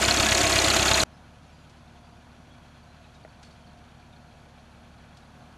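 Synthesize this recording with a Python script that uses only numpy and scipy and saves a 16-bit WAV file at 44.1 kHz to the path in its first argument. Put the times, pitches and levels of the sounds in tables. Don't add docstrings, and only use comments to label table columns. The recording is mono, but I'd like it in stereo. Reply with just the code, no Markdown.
import sys
import numpy as np
from scipy import signal
from scipy.fft import rfft, irfft, next_fast_len
from scipy.io import wavfile

SR = 44100
rng = np.random.default_rng(int(sys.argv[2]) if len(sys.argv) > 2 else 0)


def transcribe(u):
    v = np.clip(np.atleast_2d(u).T, -1, 1)
    q = np.round(v * 32767).astype(np.int16)
    wavfile.write(sys.argv[1], SR, q)


N = 245637
TIME = np.arange(N) / SR
CUT_S = 1.0375
FAN_PER_FIRING = 6.487

# frequency_hz, width_hz, level_db
BLOCK_MODES = [(1093, 18, -6), (1275, 45, 2.5), (1335, 25, -6), (1443, 26, -2.5), (1513, 26, -2.5),
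               (1690, 30, 0), (1900, 35, -2), (2005, 30, -2.5), (2190, 50, 0), (2350, 60, 1.5),
               (2546, 45, 3.5), (2660, 50, .5), (2810, 55, 2.5), (2900, 45, -1), (3290, 60, 4.5),
               (3560, 70, 3), (3730, 60, 3), (4720, 55, -1.5), (5090, 130, 1)]
# frequency_hz, width_hz, level_db
COVER_MODES = [(3420, 89, -10), (3770, 110, -9), (4190, 60, -2), (4280, 70, 1), (4470, 58, -6),
               (4650, 180, -5)]
# puff_db, crack_db, block_db, cover_db
NEAR_FIRING_ORDER = [(-5.5, -22, -30.5, -32.5), (5.5, -24.5, -32, -20), (-3, -22.5, -28.5, -24),
                     (1.5, -27.5, -32.5, -19.5)]
# frequency_hz, likeness (0 to 1)
NEAR_LIKENESS = [(500, .99), (2000, .97), (4000, .95), (8000, .72), (13000, .65)]
# frequency_hz, likeness (0 to 1)
FAR_LIKENESS = [(60, 0.61), (150, 0.46), (370, 0.38), (910, 0.52), (2260, 0.59), (5610, 0.43),
                (13900, 0.21)]


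def from_db(db):
    return np.exp(np.asarray(db) * (np.log(10) / 20))


def rms_one(x):
    return x / np.sqrt(np.mean(x ** 2) + 1e-20)


def in_time(rows):
    s, *columns = np.transpose(rows)
    return [np.interp(TIME, s, column) for column in columns]


def per_bin(points):
    hz, value = np.transpose(points)
    bins_hz = np.fft.rfftfreq(next_fast_len(N), 1 / SR)
    return np.interp(np.log(bins_hz + 1), np.log(hz), value)


def colour(x, gain):
    size = next_fast_len(N)
    return irfft(rfft(x, size) * gain, size)[..., :N]


def drift(rate):
    knots = rng.standard_normal(int(N / SR * rate) + 2)
    return np.interp(TIME * rate, np.arange(len(knots)), knots)


def noise(likeness, spectrum=None):
    alike = np.clip(per_bin(likeness), 0, 1)
    gain = 1 if spectrum is None else from_db(per_bin(spectrum))
    mid, side = colour(rng.standard_normal((2, N)), gain * np.sqrt([1 + alike, 1 - alike]))
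    return rms_one(np.array([mid + side, mid - side]))


def resonate(x, modes):
    out = 0
    for k, (hz, width, db) in enumerate(modes):
        r = np.exp(-np.pi * width / SR)
        poles = [1, -2 * r * np.cos(2 * np.pi * hz / SR), r * r]
        ring = (1 - r * r) / 2 * signal.lfilter([1, 0, -1], poles, x + 1e-18)
        out = out + (-1) ** k * from_db(db) * ring
    return out


def clicks(times, db):
    out = np.zeros(N)
    at = np.clip(np.round(np.asarray(times) * SR).astype(int), 0, N - 1)
    np.add.at(out, at, from_db(db))
    return out


def bursts(times, db, rise_s, decay_s):
    rise, fall = np.exp(-1 / (SR * rise_s)), np.exp(-1 / (SR * decay_s))
    poles = np.convolve([1, -rise], [1, -fall])
    return signal.lfilter([1 - rise], poles, clicks(times, db) + 1e-18)


def strike(times, db, modes, spread_db, scatter_s, detune):
    out = np.zeros(N)
    for hz, width, mode_db in modes:
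        force, contact = rng.standard_normal((len(times), 2)).T
        starts = (np.maximum(times + scatter_s * rng.random(len(times)), 0) * SR).astype(int)
        gains = from_db(db + mode_db + np.clip(spread_db * force, -15, 5))
        pitches = hz * (1 + detune * contact)
        age = np.arange(int(1.5 * SR / width)) / SR
        fade = np.exp(-np.pi * width * age)
        for start, gain, pitch in zip(starts, gains, pitches):
            room = len(out[start:start + len(age)])
            ring = gain * fade * np.sin(2 * np.pi * pitch * age)
            out[start:start + room] += ring[:room]
    return out


def lines(turns, orders, flutter_db, flutter_rate, smear=0):
    out = 0
    for multiple, db in orders:
        k = round(4 * multiple) / 4
        late = smear * rng.uniform(-.5, 0.44) * (k % 1 > 0)
        level = from_db(db + flutter_db * drift(flutter_rate))
        out = out + level * np.cos(2 * np.pi * (k * turns + late))
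    return np.sqrt(2) * out


def firings(turns, cylinders, uneven_db):
    number = np.floor(turns).astype(int)
    at = np.flatnonzero(np.diff(number)) + 1
    db = np.take(cylinders, number[at], mode="wrap")
    return TIME[at], db + uneven_db * rng.standard_normal(len(at))


def place(x, balance, lag):
    tilt = per_bin(balance) / 2
    delay = np.exp(-2j * np.pi * np.fft.rfftfreq(next_fast_len(N)) * lag)
    return colour(x, np.array([from_db(tilt), from_db(-tilt) * delay]))


def steady_tones():
    # frequency_hz, level_db
    tones = [(50, -74), (100, -67.5), (350, -79), (400, -88), (5740, -84), (5806, -89), (5890, -92),
             (6254, -90.5), (6322, -91), (6369, -94)]
    return np.sqrt(2) * sum(from_db(db) * np.sin(2 * np.pi * (hz * TIME + rng.random())) for hz, db in tones)


def chirps():
    # start_s, length_s, start_hz, end_hz, level_db, waver (share of pitch)
    whistles = [(1.125, .055, 5000, 5300, -69.5, .025), (1.463, .03, 7300, 6100, -74, .02),
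                (1.483, .035, 5280, 5450, -72, .015), (1.515, .13, 4830, 4770, -71, .005),
                (1.518, .035, 7250, 7150, -74, .025), (1.6, .04, 7200, 7150, -74, .025),
                (2.035, .05, 4500, 4770, -71, .01), (2.1, .045, 4640, 4700, -72, .007),
                (2.47, .12, 3380, 3320, -69, .02), (2.865, .085, 4100, 4020, -71, .005)]
    out, waver = np.zeros(N), drift(500)
    for s, length, start_hz, end_hz, db, rough in whistles:
        now = (TIME >= s) & (TIME < s + length)
        along = (TIME[now] - s) / length
        glide = end_hz + (start_hz - end_hz) * (1 - along) ** 2
        pitch = glide * (1 + rough * waver[now])
        swell = np.sqrt(2 * np.abs(np.sin(np.pi * along)))
        out[now] += from_db(db) * swell * np.sin(2 * np.pi * np.cumsum(pitch) / SR)
    return out * from_db(1.5 * drift(120))


def thud():
    # start_s, level_db
    blows = [(3.2495, -37), (3.2558, -46)]
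    # frequency_hz, width_hz, level_db
    dull_modes = [(470, 100, -11), (640, 90, 2), (760, 130, -9), (1450, 160, -10), (1920, 260, -3.5)]
    s, db = np.transpose(blows)
    ring = strike(s, db, dull_modes, spread_db=0, scatter_s=0, detune=0)
    return signal.sosfilt(signal.butter(2, [330, 2700], "band", fs=SR, output="sos"), ring)


def binder_clinks():
    # start_s, frequency_hz, level_db
    clinks = [(1.762, 4400, -67), (1.958, 3330, -61), (2.287, 2400, -65), (2.513, 3380, -60),
              (2.635, 3280, -62), (2.767, 3300, -59), (2.828, 4450, -60), (3.042, 3870, -60),
              (3.043, 2600, -57), (3.152, 3800, -58), (3.289, 4470, -60), (3.443, 4330, -57),
              (3.467, 4330, -58), (3.506, 4460, -59), (3.641, 3200, -58), (3.665, 4550, -61),
              (3.692, 3200, -61), (4.128, 3700, -56), (4.16, 4200, -59), (5.222, 3800, -58)]
    width_hz, bounce_s = 41, 0.0045
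    out = np.zeros(N)
    for s, hz, db in clinks:
        contacts = np.array([s, s + bounce_s])
        out += strike(contacts, db, [(hz, width_hz, 0)], spread_db=1, scatter_s=.001, detune=.02)
    return out


def binder_clashes():
    # start_s, strength_db (relative)
    clashes = [(1.6945, -44), (3.1423, -48), (3.428, -38), (3.4484, -55), (3.5086, -52), (3.5262, -54),
               (5.169, -43)]
    # frequency_hz, level_db
    clash_colour = [(1000, -13), (2300, 0), (4400, 4), (6000, -1), (8200, -4), (11000, -18), (13000, -33)]
    s, db = np.transpose(clashes)
    clash = bursts(s, db - 8.5, rise_s=0.0015, decay_s=0.0064)
    straw = bursts(s, db - 22, rise_s=0.0081, decay_s=0.04) * from_db(3 * drift(250))
    return noise(FAR_LIKENESS, clash_colour) * (clash + straw)


def far_chatter():
    # frequency_hz, width_hz, level_db
    chatter_modes = [(1090, 14, -1), (1490, 60, 6), (1700, 50, 4), (2010, 60, 0), (2320, 60, 3),
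                     (2470, 70, 2), (2680, 55, 1), (3020, 60, -1), (3180, 60, 1), (3360, 40, 1),
                     (3530, 70, -2), (4070, 50, -2), (4230, 60, -1)]
    s = rng.uniform(CUT_S, N / SR, size=300)
    return strike(s, -71.5, chatter_modes, spread_db=5, scatter_s=.02, detune=.006)


def far_tappet(turns):
    # time_s, level_db
    tick_strength = [(1.1, -74), (3.3, -68), (3.7, -58), (4.6, -59), (5.57, -66)]
    # frequency_hz, width_hz, level_db
    tick_modes = [(2310, 64, 1.5), (2420, 73, -6)]
    after_firings = .8
    s, db = firings((turns - after_firings) / 4, [0], uneven_db=1.5)
    db = db + np.interp(s, *np.transpose(tick_strength))
    return strike(s, db, tick_modes, spread_db=2, scatter_s=.003, detune=.015)


def far_cutting(effort_db):
    # frequency_hz, level_db
    machinery_colour = [(150, -23), (380, -7.5), (520, -0.5), (690, 4), (850, 1), (1100, -3), (1500, -2),
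                        (1850, -10), (2600, -29)]
    # frequency_hz, level_db
    rustle_colour = [(1200, -27), (1900, -3.5), (2400, 2.5), (2800, -0.5), (3400, -0.5), (3900, -3),
                     (4400, -1.5), (5100, -8), (6500, -6.5), (8500, -17.5), (10500, -13), (11900, -35),
                     (12700, -39)]
    machinery = from_db(effort_db + 8.5 + 0.77 * drift(60)) * noise(FAR_LIKENESS, machinery_colour)
    rustle = from_db(-63.5 + 1.1 * drift(120)) * noise(FAR_LIKENESS, rustle_colour)
    return machinery + rustle


def far_fan(turns):
    # multiple of the blade rate, level_db
    hum_lines = [(1, -63), (2, -76), (4, -74), (5, -91)]
    # time_s, level_db (the line lies 1.5 dB lower)
    whine_level = [(1.1, -69), (1.2, -63.5), (1.27, -70), (1.34, -63.5), (1.42, -70), (1.9, -73),
                   (1.95, -64), (2.43, -69), (3.3, -65), (3.5, -63), (3.81, -60), (3.86, -66.5),
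                   (5.27, -68.5), (5.44, -59), (5.57, -70)]
    whine_db, = in_time(whine_level)
    blades = turns * FAN_PER_FIRING + 0.02 * drift(12)
    hum = lines(blades, hum_lines, flutter_db=1.5, flutter_rate=8)
    return hum + from_db(whine_db) * lines(blades, [(3, -1.5)], flutter_db=2.5, flutter_rate=22)


def far_knocks(turns):
    # time_s, level_db
    cover_strength = [(1.1, -67), (2.5, -66), (2.85, -63), (3.6, -63), (3.9, -65), (4.4, -64.5),
                      (5.57, -66.5)]
    cover_lead_s = 0.01
    s, _ = firings(turns, [0], uneven_db=0)
    ring = strike(s, 0, BLOCK_MODES, spread_db=5, scatter_s=0.02, detune=0.0044)
    block = from_db(-72) * rms_one(ring)
    s, db = firings(turns / 2, [0], uneven_db=1.5)
    db = db + np.interp(s, *np.transpose(cover_strength))
    cover = strike(s - cover_lead_s, db, COVER_MODES, spread_db=2, scatter_s=.012, detune=.03)
    return block + cover


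def far_exhaust(turns, effort_db):
    # multiple of the firing rate, level_db
    exhaust_lines = [(1, -68.5), (1.25, -77), (1.75, -73.5), (2, -59.5), (2.25, -78), (2.5, -76.5),
                     (3, -69), (3.25, -70), (3.5, -74.5), (3.75, -72), (4, -64), (4.25, -72), (4.5, -73),
                     (4.75, -75.5), (5, -73.5), (5.25, -77), (5.5, -75.5), (5.75, -79), (6, -79.5),
                     (6.25, -78), (6.75, -82), (7, -83), (7.5, -78)]
    cylinders = [10, -11, 1, 0]
    # frequency_hz, width_hz, level_db
    pipe_modes = [(112, 18, 0), (203, 22, -4), (274, 15, -2)]
    # time_s, level_db
    load = [(1.1, -79), (3, -77), (3.5, -72), (5.1, -75.5), (5.35, -65), (5.57, -66)]
    # frequency_hz, level_db
    rumble_colour = [(22, -33), (34, -18), (48, -12), (62, -5), (85, -10), (110, -0.5), (170, 0.5),
                     (260, -1.5), (380, -9.5), (700, -36)]
    throb = lines(turns, exhaust_lines, flutter_db=1, flutter_rate=6, smear=1)
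    puff_db, = in_time(load)
    puffs = rms_one(resonate(clicks(*firings(turns, cylinders, uneven_db=1.0)), pipe_modes))
    rumble = from_db(effort_db + 8) * noise(FAR_LIKENESS, rumble_colour)
    return throb + from_db(puff_db) * puffs + rumble


def far_rig():
    # time_s, firings_per_s
    engine_speed = [(1.1, 37.0), (1.55, 37.3), (1.8, 36.65), (2.05, 36.45), (2.28, 37.05), (2.65, 37.2),
                    (2.85, 36.85), (3.1, 37.0), (3.42, 36.35), (3.75, 36.65), (4.0, 37.05), (4.3, 36.7),
                    (4.85, 36.4), (5.2, 36.75), (5.42, 37.35), (5.57, 36.8)]
    # time_s, effort_db (each noise layer adds its own offset)
    effort = [(1.1, -65.5), (5.15, -65), (5.45, -63.5)]
    phase_zero_s = 3.24
    speed, = in_time(engine_speed)
    effort_db, = in_time(effort)
    turns = np.cumsum(speed) / SR
    turns = turns - np.interp(phase_zero_s, TIME, turns)
    engine = far_exhaust(turns, effort_db) + far_knocks(turns) + far_tappet(turns)
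    return engine + far_fan(turns) + far_cutting(effort_db) + far_chatter()


def near_wash():
    # frequency_hz, width_hz, level_db
    panel_modes = [(309, 34, -3.5), (351.3, 14, -1.5), (384, 22, -2), (544, 23, 0), (562, 48, -4),
                   (687, 75, -3), (776, 27, -14)]
    # frequency_hz, level_db
    wash_colour = [(25, -33), (55, -13), (120, -16.5), (260, -11.5), (330, -4.5), (458, -19), (662, -4.5),
                   (934, -10), (1600, -10.5), (2560, -11.5), (4300, -16), (5360, -19.5), (6860, -13.5),
                   (13000, -29), (14400, -42)]
    shaking = noise(NEAR_LIKENESS) * from_db(2.0 * drift(90))
    panels = from_db(-31.5) * rms_one(resonate(shaking, panel_modes))
    return panels + from_db(-26.5 + 1.7 * drift(150)) * noise(NEAR_LIKENESS, wash_colour)


def near_clatter():
    # frequency_hz, width_hz, level_db
    loose_modes = [(2400, 45, 0), (3300, 55, 0), (3970, 80, -2), (5400, 110, -3), (6800, 200, -2),
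                   (9300, 600, -3)]
    # start_s, frequency_hz, level_db
    bar_rings = [(.268, 1695, -23.5), (.53, 2005, -26.5), (.735, 1520, -28), (0.792, 2515, -36)]
    bar_width_hz = 8.6
    s = np.sort(rng.uniform(0, CUT_S, size=70))
    out = strike(s, -30.5, loose_modes, spread_db=4, scatter_s=.003, detune=.12)
    for start, hz, db in bar_rings:
        out += strike(np.array([start]), db, [(hz, bar_width_hz, 0)], spread_db=0, scatter_s=0, detune=0)
    return out


def near_chain():
    # frequency_hz, width_hz, level_db
    chain_modes = [(6040, 78, 0), (6560, 153, 5), (6380, 110, -5), (6960, 156, 9.5), (7140, 220, 1),
                   (7180, 200, 4)]
    links_per_s, first_link_s = 48.08, .0168
    link_db, uneven_db, jitter_s = -26.5, 0.5, 0.0011
    rise_db_per_s, off_axis_db = 1, -21
    s = np.arange(first_link_s, CUT_S, 1 / links_per_s)
    slack, force = rng.standard_normal((len(s), 2)).T
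    db = link_db + rise_db_per_s * (s - CUT_S / 2) + uneven_db * force
    s = s + jitter_s * slack
    ring = strike(s, db, chain_modes, spread_db=2.0, scatter_s=0.0038, detune=0.035)
    off_axis = strike(s, db + off_axis_db, chain_modes, spread_db=4, scatter_s=.012, detune=.025)
    lowpass = signal.butter(2, 9000, fs=SR, output="sos")
    return signal.sosfilt(lowpass, [ring + off_axis, ring - off_axis])


def near_fan(turns):
    # multiple of the blade rate, level_db (relative)
    whine_lines = [(3, 0), (5, -9)]
    # time_s, level_db (relative)
    hum_level = [(0, -2.5), (.4, -7.5), (.55, -11), (1.03, -7.5)]
    hum_db, = in_time(hum_level)
    blades = turns * FAN_PER_FIRING + 0.012 * drift(9.6)
    return from_db(-36.5) * lines(blades, [(1, hum_db)] + whine_lines, flutter_db=3.0, flutter_rate=18.7)


def near_gear():
    # time_s, level_db
    gear_swell = [(0, -54), (.74, -53), (.86, -38), (1.03, -38.5)]
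    swell_db, = in_time(gear_swell)
    return from_db(swell_db) * lines(882 * TIME, [(1, 0.0011)], flutter_db=4.0, flutter_rate=26)


def near_knocks(turns):
    # frequency_hz, level_db
    knock_colour = [(300, -19), (700, -5.5), (1400, -21), (2600, 6), (3800, 0), (5200, 5.5), (7000, 2.5),
                    (9000, -2), (14000, -15)]
    lead_s, jitter_s = .004, .001
    cover_lead_s = .0025
    _, crack_db, block_db, cover_db = np.transpose(NEAR_FIRING_ORDER)
    s, crack_db = firings(turns, crack_db, uneven_db=1.2)
    _, block_db = firings(turns, block_db, uneven_db=1.2)
    _, cover_db = firings(turns, cover_db, uneven_db=1)
    s = s - lead_s + jitter_s * rng.standard_normal(len(s))
    grit = rms_one(from_db(2.5 * drift(1500)))
    envelope = bursts(s, crack_db, rise_s=0.00096, decay_s=0.0084)
    crack = grit * noise(NEAR_LIKENESS, knock_colour) * envelope
    block = strike(s, block_db, BLOCK_MODES, spread_db=4.5, scatter_s=.01, detune=.004)
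    cover = strike(s - cover_lead_s, cover_db, COVER_MODES, spread_db=3, scatter_s=.006, detune=.022)
    return crack + block + cover


def near_exhaust(turns):
    # multiple of the firing rate, level_db
    exhaust_lines = [(1, -58), (1.25, -60), (1.75, -58), (2, -36.5), (2.25, -74), (2.5, -51.5),
                     (2.75, -47.5), (3, -39), (3.25, -45.5), (3.5, -53), (3.75, -52), (4, -45.5),
                     (4.25, -56), (4.75, -60), (5, -52.5), (5.5, -55.5), (5.75, -55), (6, -54)]
    # frequency_hz, width_hz, level_db
    pipe_modes = [(175, 25, 0), (216, 23, 0), (304.7, 120, 0.5), (372, 56, -1)]
    throb_origin = 2
    puff_db = np.transpose(NEAR_FIRING_ORDER)[0]
    throb = lines(turns - throb_origin, exhaust_lines, flutter_db=.3, flutter_rate=12, smear=.45)
    puffs = rms_one(resonate(clicks(*firings(turns, puff_db, uneven_db=1.5)), pipe_modes))
    return throb + from_db(-45.0) * puffs


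def near_rig():
    firing_hz, first_puff_s = 33.63, .0239
    turns = (TIME - first_puff_s) * firing_hz
    engine = near_exhaust(turns) + near_knocks(turns[TIME < CUT_S])
    whines = near_fan(turns) + near_gear()
    return engine + near_clatter() + near_chain() + whines + near_wash()


def scene():
    # frequency_hz, left_minus_right_db
    near_balance = [(110, 4.5), (200, 4.5), (370, -3), (2300, -2), (7600, -1), (13900, 1.5)]
    # frequency_hz, left_minus_right_db
    far_balance = [(60, 13), (110, 9), (200, 5), (370, 0), (680, 0.5), (1240, -2), (2260, 0.5),
                   (4150, -0.5), (7600, -2), (13900, 0.5)]
    close = np.clip((CUT_S - TIME) / 0.0014, 0, 1)
    near = place(near_rig(), near_balance, lag=0.58)
    binder = binder_clashes() + binder_clinks()
    distant = far_rig() + binder + thud() + chirps() + steady_tones()
    far = place(distant, far_balance, lag=0.89)
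    far = signal.sosfilt(signal.ellip(8, .1, 60, 12000, fs=SR, output="sos"), far)
    near, far = signal.sosfilt(signal.butter(2, 22, "high", fs=SR, output="sos"), [near, far])
    return close * near + (1 - close) * far


def record(dry):
    return signal.sosfilt(signal.ellip(10, .1, 80, 14300, fs=SR, output="sos"), dry)


dry = scene()
out = record(dry)
transcribe(out)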